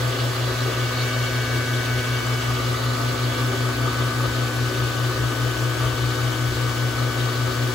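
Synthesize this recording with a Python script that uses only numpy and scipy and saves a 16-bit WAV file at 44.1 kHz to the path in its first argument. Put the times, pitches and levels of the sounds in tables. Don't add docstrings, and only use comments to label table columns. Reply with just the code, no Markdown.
import sys
import numpy as np
from scipy import signal
from scipy.fft import rfft, irfft
from scipy.io import wavfile
from scipy.ndimage import map_coordinates

SR = 44100
rng = np.random.default_rng(int(sys.argv[2]) if len(sys.argv) > 2 else 0)


def put_to_file(sound):
    columns = np.atleast_2d(sound).T
    safe = np.clip(columns, -1, 1)
    whole_steps = np.round(safe * 32767)
    wavfile.write(sys.argv[1], SR, whole_steps.astype(np.int16))


N = 341334
T = np.arange(N) / SR
HZ = np.maximum(np.arange(N // 2 + 1) * SR / N, 1)

# (time [s], height above the outlet pipe [m], sideways place [m])
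MIC_PATH = [(0.0, 0.0094, -0.052), (0.5, -0.064, -0.066), (1.1, -0.13, -0.057), (1.85, -0.11, -0.074),
            (2.5, -0.097, -0.022), (3.0, -0.037, -0.012), (3.6, -0.0074, -0.0035), (4.3, 0.014, 0.014),
            (5.5, 0.0032, 0.081), (6.6, -0.025, 0.075), (7.74, -0.019, 0.065)]
# (frequency [Hz], likeness [-1 to 1])
MIC_LIKENESS = [(100, .98), (280, .87), (600, .58), (1250, .67), (2000, .32), (2700, .5), (3600, .42),
                (4500, .55), (5200, .12), (5900, .1), (6800, .85), (16000, .88)]


def from_db(db):
    return 10 ** (np.asarray(db) / 20)


def rms_one(x):
    return x / np.sqrt(np.mean(x ** 2) + 1e-20)


def in_time(rows):
    s, *columns = np.transpose(rows)
    return [np.interp(T, s, c) for c in columns]


def at_hz(points, hz):
    f, value = np.transpose(points)
    return np.interp(np.log(hz), np.log(f), value)


def pan(lean_db):
    return from_db(np.vstack([lean_db, -lean_db]) / 2)


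def drift(rate):
    step = 100
    r = np.exp(-2 * np.pi * rate * step / SR)
    noise = rng.standard_normal(N // step + 2002)
    slow = signal.lfilter([1], [1, -2 * r, r * r], noise)[2000:]
    return np.interp(np.arange(N) / step, np.arange(len(slow)), rms_one(slow))


def swell(at_s, half_s):
    return np.exp(-np.minimum(((T - at_s) / half_s) ** 2, 50))


def throb(turns, mains, left_lead):
    # (multiple of the hum, level [dB], left minus right [dB])
    hum_parts = [(.5, -49, 2), (1, -25.45, 2.2), (2, -52, 1), (6, -54, 4)]
    paddle_db, paddle_db_per_m = -32.5, 10
    lead = np.array([[left_lead], [0]])
    hum = sum(from_db(db) * pan(lean) * np.cos(2 * np.pi * k * mains + lead) for k, db, lean in hum_parts)
    height, _ = in_time(MIC_PATH)
    lug_gain = from_db(paddle_db + paddle_db_per_m * height) * pan(2.5)
    lugs = lug_gain * np.cos(2 * np.pi * 2 * turns + lead)
    return np.sqrt(2) * (hum + lugs)


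def whine(turns, mains):
    loud_tones = { (4, 0): [(0, -49, -43, 0), (1.1, -40.5, -38, .2), (2.3, -41, -39, .1),
                  (3.5, -37, -35.5, -.1), (4.5, -40, -37.5, 0), (5.7, -52, -50, .4), (6.5, -40, -42, .2),
                  (7.74, -41, -39.5, 0.055)], (5, 0): [(0, -49, -51, -.7), (2.4, -51, -61, -1.8),
                  (3.5, -36.5, -45, -.1), (4.8, -35, -43, -.1), (6.4, -33.5, -42, 0), (7.74, -39, -44, 0)],
                  (8, 0): [(0, -35, -48, -0.5), (1.8, -56, -43, 3), (2.9, -37, -60, 3),
                  (4.6, -42, -50, 0.5), (5.8, -41.5, -48, 1.5), (7.74, -42, -54, -3)],
                  (24, 0): [(0, -40, -38, .5), (.35, -45, -40, .7), (.7, -39.5, -34, 1.1),
                  (1.15, -34.5, -38.5, .8), (1.65, -33.5, -38.5, 0), (2.45, -37, -37, 1.6),
                  (3.0, -43, -35.5, 1.37), (3.7, -37.5, -37, -0.039), (4.4, -35, -36.5, -.1),
                  (6.2, -35.2, -40.5, -0.1), (7.74, -35.5, -39.5, -0.21)], (24, 1): [(0, -50, -36, 2.7),
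                  (.6, -42, -40, 1.5), (.97, -39, -51, 2), (1.6, -35.7, -38, -1.5), (2.25, -37.3, -53, -.9),
                  (2.95, -52, -46, -1.5), (3.4, -42.5, -37.5, -1.5), (4.6, -41, -43, -1.4),
                  (7.74, -43.5, -42, -1)], (28, 0): [(0, -60, -49, 0), (.9, -41, -48, .3),
                  (1.9, -40, -47, .2), (2.8, -58, -52, 0), (3.7, -49, -49, -.8), (7.74, -48, -51, -.8)],
                  (36, 0): [(0, -51, -46, 3), (.5, -53, -48, 1), (1.1, -40, -37.5, -1),
                  (1.6, -42.5, -41, 0), (2.2, -42.5, -39.5, 0), (2.8, -52, -44, -2), (3.3, -41, -42, -1.5),
                  (4.4, -44, -49, -2), (5.3, -44, -60, -2.5), (7.74, -42, -58, 3)],
                  (48, 0): [(0, -61, -56, 1), (1.1, -44, -39.5, .7), (1.6, -49.5, -49, .1),
                  (2.35, -43.5, -39, 1.3), (3.1, -54, -48, 1), (4.0, -46, -44, 1.8), (5.0, -47, -45, 1.7),
                  (5.8, -42, -44.5, 1.4), (7.74, -45, -45, 1.7)], (60, 0): [(0, -56, -60, 0),
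                  (3.0, -52, -57, 0), (5.2, -57, -63, 0), (6.0, -47, -58, .5), (7.74, -49, -59, .5)],
                  (96, 0): [(0, -64, -63, 0), (1.2, -44, -53, 0), (1.8, -52, -52, 0), (2.4, -48, -50, 0),
                  (3.2, -62, -61, 0), (4.9, -55, -52, 0), (7.74, -54, -57, 0)]}
    # (multiple of the speed, level [dB], left minus right [dB])
    faint_tones = [(6, -43.5, 7), (7, -49.5, 5), (9, -54, 2), (10, -51.5, 9), (12, -56.0, 8),
                   (14, -57.0, 7), (16, -55, 9), (17, -56.0, 7), (22, -56, 3), (25, -58, 2), (29, -54.0, 7),
                   (31, -54.5, 0), (32, -53.0, 1), (33, -57, 5), (35, -58, 0), (37, -59, 6), (54, -60, 1),
                   (58, -57.5, 1), (66, -60, 3), (71, -59.5, 2), (72, -57, 0), (82, -62, 2), (95, -61, 0),
                   (120, -63, 0)]
    # (multiple of the speed, multiple of the hum added, level [dB])
    side_tones = [(4, 1, -47), (12, 2, -54), (24, 2, -52), (24, -1, -57), (48, -1, -60), (72, -1, -61),
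                  (84, 0, -61), (96, -1, -64), (240, 0, -67)]
    turn_hz = (turns[-1] - turns[0]) / T[-1]
    out = np.zeros((2, N))
    for (k, j), curve in loud_tones.items():
        left_db, right_db, lead = in_time(curve)
        level_db, lean_db = (left_db + right_db) / 2, left_db - right_db
        out += tone(k * turns + j * mains, k * turn_hz, level_db, lean_db, lead, flutter_db=0.5)
    for k, db, lean in faint_tones:
        apart = scattered(k * turn_hz, spread=2.4)
        out += tone(k * turns, k * turn_hz, db, lean, apart, flutter_db=0.8)
    for k, j, db in side_tones:
        apart = scattered(k * turn_hz, spread=2.0)
        out += tone(k * turns + j * mains, k * turn_hz, db, 1.6, apart, flutter_db=0.5)
    return out


def tone(cycles, hz, level_db, lean_db, apart, flutter_db):
    play_s = 2.2e-5 * drift(12)
    turned = cycles % 1 + hz * play_s + rng.random()
    phase = 2 * np.pi * turned + apart * np.array([[.5], [-.5]])
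    gain = np.sqrt(2) * from_db(level_db + flutter_db * drift(5.2)) * pan(lean_db)
    return gain * np.cos(phase.astype(np.float32))


def scattered(hz, spread):
    return spread * (1 - np.clip(at_hz(MIC_LIKENESS, hz), 0, 1)) * drift(0.17)


def brushes(turns):
    # (frequency [Hz], width [Hz], relative level [dB])
    shell_modes = [(622, 136, 4.5), (1600, 110, 3), (1940, 30, 7), (2210, 150, 3.5)]
    shell_db, shell_db_per_m = -49, 82
    height, _ = in_time(MIC_PATH)
    scrape = turbulence(turns, repeat=0.12, swirl=0.054)
    return from_db(shell_db - shell_db_per_m * height) * radiate(scrape, resonances(shell_modes))


def water(turns, mains):
    # (frequency [Hz], width [Hz], relative level [dB])
    bowl_modes = [(269.6, 30, 1.5), (296.5, 7.3, 2), (366, 57, 3.5), (450, 42, -1.5), (524, 93, -1),
                  (654.5, 36, -1.5), (792, 120, -10.5)]
    # (time [s], ratio to its usual pitch)
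    bowl_pitch = [(0, 1.02), (1.2, 0.98), (2.1, .96), (3.0, 1.035), (4.3, 1.02), (5.5, 0.98), (7.74, 1.005)]
    # (frequency [Hz], width [Hz], relative level [dB])
    wall_modes = [(925, 116, -8), (1107, 40, -0.5), (1164, 64, 3.5), (1225, 89, 3), (1292, 45, 2),
                  (1423, 150, -6), (4560, 220, -12.5)]
    # (frequency [Hz], width [Hz], relative level [dB])
    elbow_modes = [(3365, 84, 0)]
    # (time [s], level [dB])
    elbow_level = [(0, -44), (.8, -56), (2.8, -73), (3.25, -43), (3.8, -46), (4.3, -52), (7.74, -46)]
    # (frequency [Hz], relative level per Hz [dB])
    spray_colour = [(1500, 3.5), (2400, -1.5), (2750, 3.5), (3350, 3), (3950, 2.5), (4250, 1.5),
                    (4550, 0.5), (4900, -2.5), (5300, -7), (6000, -7.5), (9000, -44)]
    # (frequency [Hz], relative level per Hz [dB])
    rush_colour = [(20, -19), (60, -4), (200, -.5), (400, .5), (850, -2), (1900, -2), (2500, -4.5),
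                   (5300, -5.3), (6200, -6), (8000, -8.5), (11000, -11.5), (16000, -12.8)]
    churn_db, ring_db, spray_db = water_levels()
    elbow_db, = in_time(elbow_level)
    _, sideways = in_time(MIC_PATH)
    surge_db = 0.36 * np.cos(2 * np.pi * (2 * turns - mains))

    bowl = radiate(turbulence(turns, repeat=0.01, swirl=0.093), resonances(bowl_modes))
    churn = from_db(churn_db + surge_db + 0.6 * drift(12.0)) * bend(bowl, bowl_pitch)
    wall = radiate(turbulence(turns, repeat=0.12, swirl=0.1), resonances(wall_modes))
    ring = from_db(ring_db + surge_db / 2 + 1.1 * drift(11.5)) * wall
    elbow = from_db(elbow_db) * radiate(rng.standard_normal((2, N)), resonances(elbow_modes))

    spray = radiate(splashes(depth_db=2.14, rate=24), from_db(at_hz(spray_colour, HZ)))
    spray = from_db(spray_db + 0.4 * drift(5.5)) * spray
    rush = radiate(turbulence(turns, repeat=.25, swirl=.05), from_db(at_hz(rush_colour, HZ)))
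    rush = from_db(-33.2 + .45 * drift(16)) * rush
    hiss = cabinet(spray + rush, echo=0.17, top_echo=0.25, count=8)
    lean_db_per_m = 13
    return churn + ring + elbow + pan(lean_db_per_m * sideways) * hiss


def water_levels():
    # (time [s], churn in the bowl [dB], ring of the chamber wall [dB], spray [dB])
    slow_water = [(0, -32, -35, -34), (.8, -34, -35.5, -34.5), (1.9, -34.5, -38.5, -34.5),
                  (2.8, -35, -33, -35.5), (4.0, -34.5, -33, -36), (4.8, -33.5, -34.5, -36),
                  (6.4, -36, -34.5, -37.5), (7.74, -34, -34.5, -38)]
    # (time [s], rise of the churn [dB], rise of the wall's ring [dB])
    gulps = [(.27, 3, 1), (.68, 5.5, 0.5), (.92, -2, 3), (1.15, 4, 4), (1.56, 4, 1), (2.22, 4, 1),
             (2.38, 0, -1), (2.61, 3.5, 4), (3.01, 2.5, 2), (3.3, 3, -3), (3.54, 6, -1.5), (3.86, 4.5, 2),
             (4.25, 2, 1.5), (4.71, 2, -3), (5.2, 1.5, -1), (5.84, 4, 5), (6.7, -1, 4), (7.63, 5, -4)]
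    churn_db, ring_db, spray_db = in_time(slow_water)
    for s, churn_rise_db, ring_rise_db in gulps:
        gulp = swell(s, half_s=0.025)
        churn_db = churn_db + churn_rise_db * gulp
        ring_db = ring_db + ring_rise_db * gulp
    return churn_db, ring_db, spray_db


def turbulence(turns, repeat, swirl):
    size = 700
    place = (8 * (turns % 1 * size)).astype(int)
    rings = [signal.resample(rng.standard_normal(size), 8 * size)[place] for _ in range(2)]
    pulsing = 1 + swirl * sum(np.cos(2 * np.pi * k * turns) for k in range(1, 4))
    return (rng.standard_normal((2, N)) + repeat * np.array(rings)) * pulsing


def splashes(depth_db, rate):
    edges = np.geomspace(1500, 16000, 9)
    white = rfft(rng.standard_normal((2, N)))
    out = np.zeros((2, N))
    for low, high in zip(edges, edges[1:]):
        band = irfft(white * ((HZ >= low) & (HZ < high)), N)
        out += band * from_db(depth_db * drift(rate))
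    return out


def bend(x, pitch):
    ratio, = in_time(pitch)
    return np.array([map_coordinates(side, [np.cumsum(ratio)], order=1, mode="mirror") for side in x])


def drain(turns):
    # (frequency [Hz], width [Hz], relative level [dB])
    pipe_modes = [(64, 22, 0)]
    # (frequency [Hz], width [Hz], relative level [dB])
    trap_modes = [(85.5, 16, 1.5), (124, 41, -0.5)]
    trap_db, trap_follows = -40.5, 0.3
    flow = drain_flow()
    wobble = np.sqrt(2) * flow * from_db(-1.5) * pan(2.5) * np.cos(2 * np.pi * turns)
    slugs = flow * from_db(-1.0) * radiate(rng.standard_normal((2, N)), resonances(pipe_modes))
    trap_gain = from_db(trap_db) * (flow / flow.mean()) ** trap_follows
    rumble = trap_gain * radiate(rng.standard_normal((2, N)), resonances(trap_modes))
    return wobble + slugs + rumble


def drain_flow():
    # (time [s], level [dB])
    trickle_level = [(0, -49), (1.2, -48), (2.0, -45), (3.0, -44), (4.0, -44.5), (6.5, -48), (7.74, -43)]
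    # (time [s], peak level before the trim below [dB])
    slug_peaks = [(0.52, -46), (2.51, -37), (3.9, -43), (4.28, -40), (4.85, -39), (5.19, -33), (5.56, -41),
                  (5.84, -32), (6.08, -36), (6.5, -31), (6.77, -41), (7.35, -43)]
    trim_db = -2
    trickle_db, = in_time(trickle_level)
    trickle = from_db(trickle_db + 0.5 * drift(5))
    slug_power = sum(from_db(db + trim_db) ** 2 * swell(s, half_s=0.058) for s, db in slug_peaks)
    return np.sqrt(trickle ** 2 + slug_power)


def resonances(modes):
    power = 0
    for hz, width, db in modes:
        peak = from_db(db) / (1 + (2 * (HZ - hz) / width) ** 2)
        power = power + peak ** 2
    return np.sqrt(power)


def radiate(force, gain):
    # (frequency [Hz], left minus right [dB])
    side_lean = [(60, 2), (250, 1.5), (400, 3.5), (700, 7), (1200, 4), (1800, 2.2), (3000, 1.6),
                 (6000, 0.2), (16000, 0)]
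    lag_above_hz, left_lag_s = 7020, .000242
    mid, side = rfft(force) * gain
    alike = np.clip(at_hz(MIC_LIKENESS, HZ), -1, 1)
    both = np.sqrt(1 + alike) * mid + np.sqrt(1 - alike) * side * [[1], [-1]]
    both[0] *= np.exp(-2j * np.pi * np.maximum(HZ - lag_above_hz, 0) * left_lag_s)
    return rms_one(irfft(both * pan(at_hz(side_lean, HZ)), N))


def cabinet(x, echo, top_echo, count):
    height, _ = in_time(MIC_PATH)

    def combed(part, gain, count):
        out = part.copy()
        paths = rng.uniform(.4, 2.4, count)
        slants = rng.uniform(-1, 1, count)
        for path, slant in zip(paths, slants):
            at = np.arange(N) - (path + slant * height) / 343 * SR
            late = np.array([map_coordinates(side, [at], order=3, mode="mirror") for side in part])
            out += gain * rng.choice([-1, 1]) * late
        return out / np.sqrt(1 + count * gain ** 2)

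    spectrum = rfft(x)
    middle = irfft(spectrum * ((HZ >= 1400) & (HZ < 6500)), N)
    top = irfft(spectrum * (HZ >= 6500), N)
    apart = np.vstack([combed(side[None], echo, count) for side in middle])
    return x - middle - top + apart + combed(top, top_echo, count // 2)


def scene():
    # (time [s], speed [turns per minute])
    rotor_speed = [(0.0, 3751.2), (0.85, 3755.5), (1.15, 3765.7), (1.3, 3757.5), (1.5, 3766.4),
                   (1.8, 3752.1), (2.8, 3758.1), (3.05, 3754.4), (3.3, 3759.3), (3.55, 3748.5),
                   (4.2, 3755.7), (4.72, 3736.1), (5.3, 3744.3), (5.9, 3747.7), (6.15, 3745.2),
                   (6.45, 3751.9), (7.0, 3749.2), (7.74, 3747.4)]
    hum_hz, first_throb_s = 119.9, .062
    hum_db_per_m, lean_db_per_m = 3, 14
    rpm, = in_time(rotor_speed)
    _, sideways = in_time(MIC_PATH)
    turns = np.cumsum(rpm + 1.8 * drift(22)) / 60 / SR
    turns = turns - np.interp(first_throb_s, T, turns)
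    mains = hum_hz * (T - first_throb_s)
    hum_gain = from_db(hum_db_per_m * sideways) * pan(lean_db_per_m * sideways)
    hum = hum_gain * throb(turns, mains, left_lead=0.23)
    return hum + whine(turns, mains) + brushes(turns) + drain(turns) + water(turns, mains)


def record(dry):
    return signal.sosfilt(signal.ellip(12, .1, 90, 15720, fs=SR, output="sos"), dry)


dry = scene()
out = record(dry)
put_to_file(out)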